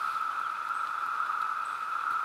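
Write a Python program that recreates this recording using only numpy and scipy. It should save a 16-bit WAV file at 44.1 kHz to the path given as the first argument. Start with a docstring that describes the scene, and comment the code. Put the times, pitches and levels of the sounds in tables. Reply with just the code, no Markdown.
"""A dense drone of periodical cicadas rings near 1.3 kHz from the trees all around: many wavering voices
merge into one, with a thin rasp of tymbal clicks above. Close by, leaves rustle and tick, and a small
bird gives two very high chips that echo in the wood. A farther bird slurs one falling whistle.
Under it all lies the hiss of the air and the farthest insects."""
import sys
import numpy as np
from scipy import signal
from scipy.fft import rfft, irfft
from scipy.io import wavfile

SR = 44100
rng = np.random.default_rng(int(sys.argv[2]) if len(sys.argv) > 2 else 0)


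def unload_wav(signal):
    """Save mono or channel-first audio to the path in sys.argv[1] as 16-bit WAV at rate SR, clipped to [-1, 1]."""
    wavfile.write(
        sys.argv[1],
        SR,
        np.round(np.clip(np.atleast_2d(signal).T, -1, 1) * 32767).astype(np.int16),
    )


N = 98916
T = np.arange(N) / SR


def chorus(count=130, level_db=-32):
    """Each cicada holds its own wavering, fluttering note; together they beat into a drone."""
    # voice strength by pitch: (frequency [Hz], relative level [dB])
    voice_levels = [(780, -27), (850, -19), (940, -17.5), (1060, -18.5), (1170, -8), (1235, -4),
                    (1295, 1.5), (1345, 2), (1410, -4.8), (1490, -12.5), (1580, -18), (1740, -27)]
    # slow swell of the whole chorus: (time [s], gain [dB])
    swell = [(0, 0), (.3, -0.14), (.7, -0.5), (1.0, -0.6), (1.3, 0.7), (1.55, -1), (1.9, -.4), (2.24, -0.3)]
    wander_hz, wander_rate_hz = 9, 4.001
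    flutter_db, flutter_rate_hz = 2.5, 28
    surge_db, surge_rate_hz = 1.16, 6.8
    low_hz, high_hz = voice_levels[0][0], voice_levels[-1][0]
    voices = np.zeros(N)
    for k, (offset, start_cycles) in enumerate(rng.random((count, 2))):
        hz = low_hz + (high_hz - low_hz) * (k + offset) / count
        cycles = start_cycles + np.cumsum(hz + wander_hz * drift(wander_rate_hz)) / SR
        voice_db = at_hz(voice_levels, hz) + flutter_db * drift(flutter_rate_hz)
        voices += from_db(voice_db) * np.sin(2 * np.pi * cycles)
    surge = from_db(surge_db * drift(surge_rate_hz))
    return from_db(level_db) * level_curve(swell) * rms_one(voices * surge)


def tymbal_rasp(clicks_per_s=2500, flicker_db=2.07):
    """Random tymbal clicks ring the upper resonances of the cicadas' bodies."""
    # body resonances: (frequency [Hz], width [Hz], level [dB])
    bands = [(2521, 200, -57.5), (3460, 130, -66), (3863, 350, -66.5)]
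    out = np.zeros(N)
    for hz, width_hz, db in bands:
        clicks = rng.standard_normal(N) * (rng.random(N) < clicks_per_s / SR)
        ring = resonate(resonate(clicks, hz, width_hz), hz, 2 * width_hz)
        out += from_db(db) * rms_one(ring)
    return out * from_db(flicker_db * drift(rate_hz=32))


def leaves(attack_s=0.00051, bump_peak_s=0.0094, flicker_db=1.0):
    """A brush through the leaves dies away; single leaves and stems go on ticking."""
    # rustle envelope: (time [s], level [dB])
    rustle = [(0, -54), (.13, -52.5), (.2, -59), (.32, -74), (.6, -85)]
    # leaf and stem ticks: (time [s], decay [s], snap [dB], paper [dB], bump [dB])
    ticks = [(.146, .008, -70, -47, -81), (0.212, .002, -49, -65, -65), (0.396, .003, -50, -62, -66),
             (.4194, .003, -57, -63, -80), (0.524, .002, -58, -64, -77), (0.688, .002, -47.5, -65, -68),
             (0.871, .004, -61, -41, -65), (1.059, 0.0097, -57, -58, -59), (1.2, .002, -52, -65, -73),
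             (1.261, .005, -56, -51, -72), (1.4154, 0.0067, -54, -44.5, -65),
             (2.107, 0.0097, -52.5, -59, -54.5), (2.124, .008, -60, -53, -64)]
    # spectra of rustle, crisp snap, papery body, soft bump: (frequency [Hz], relative density [dB])
    rustle_colour = [(300, -7), (2000, -0.5), (4400, 0.5), (6500, -14.5), (9000, -9), (12500, -13),
                     (15500, -22)]
    snap_colour = [(2000, -8), (6000, -4), (9000, 0), (13000, 0), (15500, -11)]
    paper_colour = [(700, -4), (2300, -3), (4200, 10), (6500, -14), (12000, -34)]
    bump_colour = [(40, -26), (115, 5.5), (180, -14), (300, 4), (450, -15), (1200, -28)]
    out = level_curve(rustle) * noise(rustle_colour) * from_db(flicker_db * drift(rate_hz=150))
    snap, paper, bump = noise(snap_colour), noise(paper_colour), noise(bump_colour)
    for start_s, decay_s, snap_db, paper_db, bump_db in ticks:
        age_s = np.maximum(T - start_s, 0)
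        tick_envelope = (1 - np.exp(-age_s / attack_s)) * np.exp(-age_s / decay_s)
        bump_envelope = age_s / bump_peak_s * np.exp(1 - age_s / bump_peak_s)
        out += tick_envelope * (from_db(snap_db) * snap + from_db(paper_db) * paper)
        out += bump_envelope * from_db(bump_db) * bump
    return out


def near_bird(length_s=0.0176, base_hz=7980, rise_hz=1290, buzz_depth_hz=544, buzz_rate_hz=180):
    """Short, high, buzzy upward chips, each followed by its echoes."""
    # chips: (time [s], level [dB], echo level [dB])
    chips = [(.741, -57, -52.5), (1.649, -52, -50.5)]
    out = np.zeros(N)
    for start_s, db, echo_db in chips:
        progress = np.clip((T - start_s) / length_s, 0, 1)
        buzz_hz = progress * buzz_depth_hz * np.sin(2 * np.pi * buzz_rate_hz * (T - start_s))
        chip = note(start_s, length_s, base_hz + rise_hz * progress ** 2 + buzz_hz)
        out += from_db(db) * chip + from_db(echo_db) * wood_echo(chip)
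    return out


def far_bird(echo_db=-6):
    """One faint whistled phrase: a small lift, then a downward slur."""
    # glides: (time [s], length [s], from [Hz], to [Hz], level [dB])
    glides = [(.305, 0.031, 3000, 3145, -58), (0.418, 0.07, 3710, 2767, -55),
              (0.472, 0.031, 2453, 2180, -60)]
    out = np.zeros(N)
    for start_s, length_s, from_hz, to_hz, db in glides:
        hz = np.interp(T, [start_s, start_s + length_s], [from_hz, to_hz])
        out += from_db(db) * note(start_s, length_s, hz)
    return out + from_db(echo_db) * wood_echo(out)


def wood_echo(x, t60_s=0.66, delay_s=0.0073, echoes_per_s=1700):
    """Dying echoes scattered by trunks and foliage; the response has unit energy."""
    t = T[:SR]
    echoes = rng.standard_normal(SR) * (rng.random(SR) < echoes_per_s / SR)
    echoes *= (t > delay_s) * np.exp(-np.log(1000) * t / t60_s)
    return signal.fftconvolve(x, echoes / np.linalg.norm(echoes))[:N]


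def air(level_db=-51, flicker_db=0.5):
    """Even hiss of the farthest insects and the air of the wood."""
    # hiss spectrum: (frequency [Hz], relative density [dB])
    colour = [(15, -32), (28, -21), (60, -10), (112, -2), (150, -6), (300, -.5), (420, -0.5), (650, 3.5),
              (1000, 4.5), (1900, 4.5), (2900, -2), (4200, -4.5), (5500, -9), (7300, -13.5), (10500, -14),
              (12800, -18.5), (15500, -27)]
    return from_db(level_db + flicker_db * drift(rate_hz=27)) * noise(colour)


def note(start_s, length_s, hz):
    """Whistled tone that swells and fades in one arch."""
    arch = np.sin(np.pi * np.clip((T - start_s) / length_s, 0, 1))
    return np.sqrt(2) * arch * np.sin(2 * np.pi * np.cumsum(hz) / SR)


def resonate(x, hz, width_hz):
    """Two-pole resonance."""
    r = np.exp(-np.pi * width_hz / SR)
    return signal.lfilter([1, 0, -1], [1, -2 * r * np.cos(2 * np.pi * hz / SR), r * r], x)


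def noise(colour):
    """Unit-power noise with the given spectrum."""
    gain = from_db(at_hz(colour, np.fft.rfftfreq(N, 1 / SR)))
    return rms_one(irfft(rfft(rng.standard_normal(N)) * gain, N))


def drift(rate_hz):
    """Smooth random motion of unit RMS, low-passed at rate_hz."""
    hop, settle_steps = 40, 2000
    r = np.exp(-2 * np.pi * rate_hz * hop / SR)
    white = rng.standard_normal(N // hop + settle_steps + 2)
    slow = signal.lfilter([1], [1, -2 * r, r * r], white)[settle_steps:]
    return np.interp(np.arange(N) / hop, np.arange(len(slow)), rms_one(slow))


def level_curve(points):
    """Gain along (time [s], level [dB]) points."""
    return from_db(np.interp(T, *np.transpose(points)))


def at_hz(points, hz):
    """Read (frequency [Hz], level [dB]) points on a log-frequency axis."""
    points_hz, db = np.transpose(points)
    return np.interp(np.log(hz + 1e-3), np.log(points_hz), db)


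def from_db(db):
    """Decibels to gain."""
    return 10 ** (np.asarray(db) / 20)


def rms_one(x):
    """Scale to unit power."""
    return x / np.sqrt(np.mean(x ** 2) + 1e-20)


def scene():
    """All sources sum to mono at one spot among the leaves."""
    return (chorus() + tymbal_rasp() + air() + leaves() + near_bird() + far_bird())[None]


def record(dry, cutoff_hz=15700):
    """Steep low-pass on the top treble."""
    return signal.sosfilt(signal.ellip(12, .1, 80, cutoff_hz, fs=SR, output="sos"), dry)


dry = scene()
out = record(dry)
unload_wav(out)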